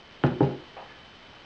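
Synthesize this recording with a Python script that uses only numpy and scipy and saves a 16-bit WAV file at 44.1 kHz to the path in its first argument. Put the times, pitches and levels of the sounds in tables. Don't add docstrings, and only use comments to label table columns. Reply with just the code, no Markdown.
import sys
import numpy as np
from scipy import signal
from scipy.fft import rfft, irfft
from scipy.io import wavfile
from scipy.ndimage import map_coordinates

SR = 44100
rng = np.random.default_rng(int(sys.argv[2]) if len(sys.argv) > 2 else 0)


def log_audio(samples):
    frames = np.atleast_2d(samples).T
    limited = np.clip(frames, -1, 1)
    pcm = np.round(limited * 32767).astype(np.int16)
    wavfile.write(sys.argv[1], SR, pcm)


def level_to_linear(level):
    exponent = np.asarray(level, float) / 20
    return 10 ** exponent


N = 63945
TIME_S = np.arange(N) / SR


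def along(points, hz):
    point_hz, value = np.transpose(points)
    return np.interp(np.log(hz + 1), np.log(point_hz + 1), value)


def level(rows):
    return level_to_linear(np.interp(TIME_S, *np.transpose(rows)))


def noise(response):
    spectrum = rfft(rng.standard_normal(N + 1))
    hiss = irfft(spectrum * response(np.fft.rfftfreq(N + 1, 1 / SR)))[:N]
    return hiss / hiss.std()


def coloured(points):
    return noise(lambda hz: level_to_linear(along(points, hz)))


def wobble(rate):
    knots = rng.standard_normal(int(N * rate / SR) + 4)
    return map_coordinates(knots, [np.arange(N) * rate / SR])


def ring(start_s, modes, tilt_db, scatter_db):
    hz, db, t60_s = np.transpose(modes)[..., None]
    spread_s, attack_cycles = 0.0014, 0.28
    delay_s = spread_s * np.sqrt(400 / hz)
    t = np.maximum(np.arange(SR // 3) / SR - delay_s, 0)
    db = db + tilt_db * np.log2(hz / 400) + scatter_db * rng.standard_normal(hz.shape)
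    attack = 1 - np.exp(-t * hz / attack_cycles)
    waves = level_to_linear(db - 60 * t / t60_s) * np.sin(2 * np.pi * hz * t) * attack
    total = waves[::2].sum(0) - waves[1::2].sum(0)
    return np.pad(total, (int(start_s * SR), N))[:N]


def bursts(rows, rise_s):
    total = np.zeros(N)
    for start_s, db, t60_s in rows:
        after = TIME_S - start_s
        fade = level_to_linear(db - 60 * np.maximum(after, 0) / t60_s)
        total += fade * np.clip(after / rise_s, 0, 1)
    return total


# start in seconds, level in dB, click level in dB,
# table brightness in dB per octave, click brightness in dB per octave.
CONTACTS = [
    (0.2381, -19, -2, -2, 1.5),
    (.257, -30, -10, 0.5, 0),
    (.279, -33.5, -6.5, 0, 3),
    (.309, -32.5, -7.5, -3.5, -6),
    (.318, -38.5, -6.5, 1.5, -2.5),
    (0.4064, -22.5, 3, 2.5, -5),
    (.4165, -21.5, -3, -3.5, -5.5),
    (.4295, -27, -6.5, 0, -5),
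    (.444, -33, -13, 0.5, -4.5),
    (.511, -42.5, -9.5, 6, 3.5),
]
# pitch in Hz, level in dB, time to fall 60 dB in seconds.
TABLE_TONES = [(85.5, -12, 0.17), (134.9, -1.5, .2), (184.1, -2.5, 0.13), (245.6, -3.5, 0.22),
               (289.4, -1.5, .08), (362.7, -2, 0.23), (397.6, -2, 0.15), (515, -7.5, .11), (589, -9, 0.11),
               (635.7, -10.5, 0.13), (702.8, -15.5, 0.13), (830, -6.5, .1), (923, -14.5, 0.11),
               (999.5, -19.5, 0.087)]
# pitch in Hz, level in dB, time to fall 60 dB in seconds.
FOOT_TONES = [(341.6, 13, 0.036), (877, 4.5, .01), (1395, 3, 0.013), (3047, -2.5, 0.0061), (629.3, 0, 0.02),
              (1800, -4, 0.0092)]


def jar():
    total = np.zeros(N)
    for start_s, db, click_db, table_tilt, click_tilt in CONTACTS:
        click = level_to_linear(click_db) * ring(start_s - 0.001, FOOT_TONES, click_tilt, 1)
        table = ring(start_s - 0.001, TABLE_TONES, table_tilt, 1.5)
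        total -= level_to_linear(db) * (click + table)
    return total


# start in seconds, level in dB, time to fall 60 dB in seconds.
SHUDDERS = [
    (.24, -29.5, 0.23),
    (.408, -27, .3),
]
# frequency in Hz, level in dB.
SHUDDER_COLOUR = [(60, -29), (95, -0.5), (200, -1.5), (450, -5), (650, -1.5), (900, -12), (1500, -19.5),
                  (2500, -38.5)]


def joints():
    return bursts(SHUDDERS, rise_s=0.0034) * coloured(SHUDDER_COLOUR)


# start in seconds, level in dB, time to fall 60 dB in seconds.
RATTLES = [
    (0.241, -37, .12),
    (0.262, -36, 0.11),
    (0.407, -49, 0.036),
    (.423, -36.5, 0.2),
]
# frequency in Hz, level in dB.
RATTLE_COLOUR = [(800, -120), (1200, -4), (1800, -1), (2500, 1.5), (3300, -6.5), (3900, 1.5), (4500, -5.5),
                 (5500, -4.5)]


def glassware():
    unevenness = level_to_linear(3 * wobble(300))
    return bursts(RATTLES, rise_s=0.004) * unevenness * coloured(RATTLE_COLOUR)


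# start in seconds, level in dB.
BUMPS = [
    (.7645, -41),
    (.777, -48),
    (.7925, -45),
    (.822, -52),
]
# pitch in Hz, level in dB, time to fall 60 dB in seconds.
FUNNEL_TONES = [(468, -3, 0.084), (531, 3, 0.079), (657, -1, 0.062), (780.5, -3.5, 0.14), (844, -3, .1),
                (1134, -2, 0.029), (1305, -11, 0.052), (1606, -11.5, .04), (2860, -25, 0.051),
                (642, -12.5, 0.08), (948, -4, 0.046)]
# frequency in Hz, level in dB.
SCUFF_COLOUR = [(250, -38), (450, -7), (800, -0.5), (1100, -10), (1500, -17), (3000, -19), (4000, -42)]


def funnel_bump():
    bumps = sum(level_to_linear(db) * ring(start_s, FUNNEL_TONES, 0, 2) for start_s, db in BUMPS)
    after = np.maximum(TIME_S - BUMPS[0][0], 0)
    scuff_db, scuff_t60_s, rise_s = -39, 0.36, 0.0038
    fade = level_to_linear(scuff_db - 60 * after / scuff_t60_s) * np.minimum(after / rise_s, 1)
    return bumps + fade * coloured(SCUFF_COLOUR)


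# time in seconds, level in dB.
BRUSH = [
    (.68, -75),
    (.78, -64),
    (.86, -64),
    (.895, -54),
    (.935, -55),
    (.95, -65),
    (.975, -58),
    (1.0, -80),
]
# pitch in Hz, width in Hz, level in dB.
RIM = [(1710, 90, -3.5), (2122, 88, -5), (2764, 180, -9.5), (1290, 77, -13)]


def funnel_brush():
    rub = noise(lambda hz: sum(level_to_linear(db) * hz * width / np.hypot(centre * centre - hz * hz, hz * width)
                               for centre, width, db in RIM))
    sing_hz, sing_db = 1722, 1.5
    sing = level_to_linear(sing_db + 1.3 * wobble(73)) * np.sin(2 * np.pi * sing_hz * TIME_S + 0.5 * wobble(56))
    return level(BRUSH) * (rub + sing)


# time in seconds, level in dB.
SLEEVE = [
    (.95, -61.5),
    (1.15, -58),
    (1.3, -56),
    (1.45, -54),
]
# frequency in Hz, level in dB.
CLOTH_COLOUR = [(600, -18), (1500, -14.5), (3000, 2), (5500, 3.5)]


def sleeve():
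    return level(SLEEVE) * coloured(CLOTH_COLOUR)


# frequency in Hz, time to fall 60 dB in seconds.
ROOM_FADE = [(100, 0.26), (400, .42), (800, .33), (2000, 0.4), (5000, 0.1)]


def room(sound):
    hz, t, grains = signal.stft(rng.standard_normal(SR // 2), SR, nperseg=256)
    fade = level_to_linear(-60 * t / along(ROOM_FADE, hz)[:, None])
    tail = signal.istft(grains * fade, SR, nperseg=256)[1]
    late = np.pad(sound, (300, 0))
    return signal.fftconvolve(late, tail / np.linalg.norm(tail))[:N]


# time in seconds, level in dB.
HUSH = [(0, -47), (.06, -50), (.3, -44.5), (.7, -47), (1.05, -48), (1.45, -46.5)]
# frequency in Hz, level in dB.
AIR_COLOUR = [(25, 5), (60, -2), (130, -7.5), (400, -9.5), (900, -11.5), (2000, -14.5), (3200, -15),
              (5500, -22.5)]


def air():
    return level(HUSH) * level_to_linear(0.21 * wobble(37)) * coloured(AIR_COLOUR)


WHINE_HZ = [3043.9, 3024]
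WHINE_DB = [-57, -66]


def whine():
    total = np.zeros(N)
    for hz, db in zip(WHINE_HZ, WHINE_DB):
        loudness = level_to_linear(db + 3 + wobble(25))
        total += loudness * np.sin(2 * np.pi * hz * TIME_S + 0.2 * wobble(15))
    return total


def scene():
    near = jar() + glassware() + funnel_bump() + funnel_brush()
    echo = level_to_linear(-8) * room(near)
    return (near + echo + joints() + sleeve() + air() + whine())[None]


def roll_off(x):
    return signal.sosfilt(signal.butter(12, 10200, fs=SR, output="sos"), x)


# frequency in Hz, level in dB.
SMOOTHING = [(1200, -.4), (3000, -2.1), (4000, -4.4), (5000, -8.5), (6000, -15.7), (8000, -35), (9000, -47),
             (10500, -66)]


def record(dry):
    rate_hz, step, step_offset = 11024, 1 / 128, 0.05
    bass_hz, bass_damping = 80, 1.3
    hz = np.arange(SR + 1) / 2
    bass_cut = hz ** 2 / (hz ** 2 - bass_hz ** 2 - 1j * bass_damping * hz * bass_hz)
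    shift = np.exp(2j * np.pi * hz * 0.664 / rate_hz)
    spectrum = rfft(dry[0], 2 * SR) * bass_cut * shift
    slow = irfft(spectrum[:rate_hz + 1]) * rate_hz / SR
    steps = np.fft.fft(np.round(slow / step + step_offset) * step)
    mirrored = steps[np.arange(SR + 1) % (2 * rate_hz)]
    back = mirrored / shift * level_to_linear(along(SMOOTHING, hz)) * (hz < rate_hz - 500)
    finished = irfft(back)[None, :N] * SR / rate_hz
    return roll_off(finished)


dry = scene()
out = record(dry)
log_audio(out)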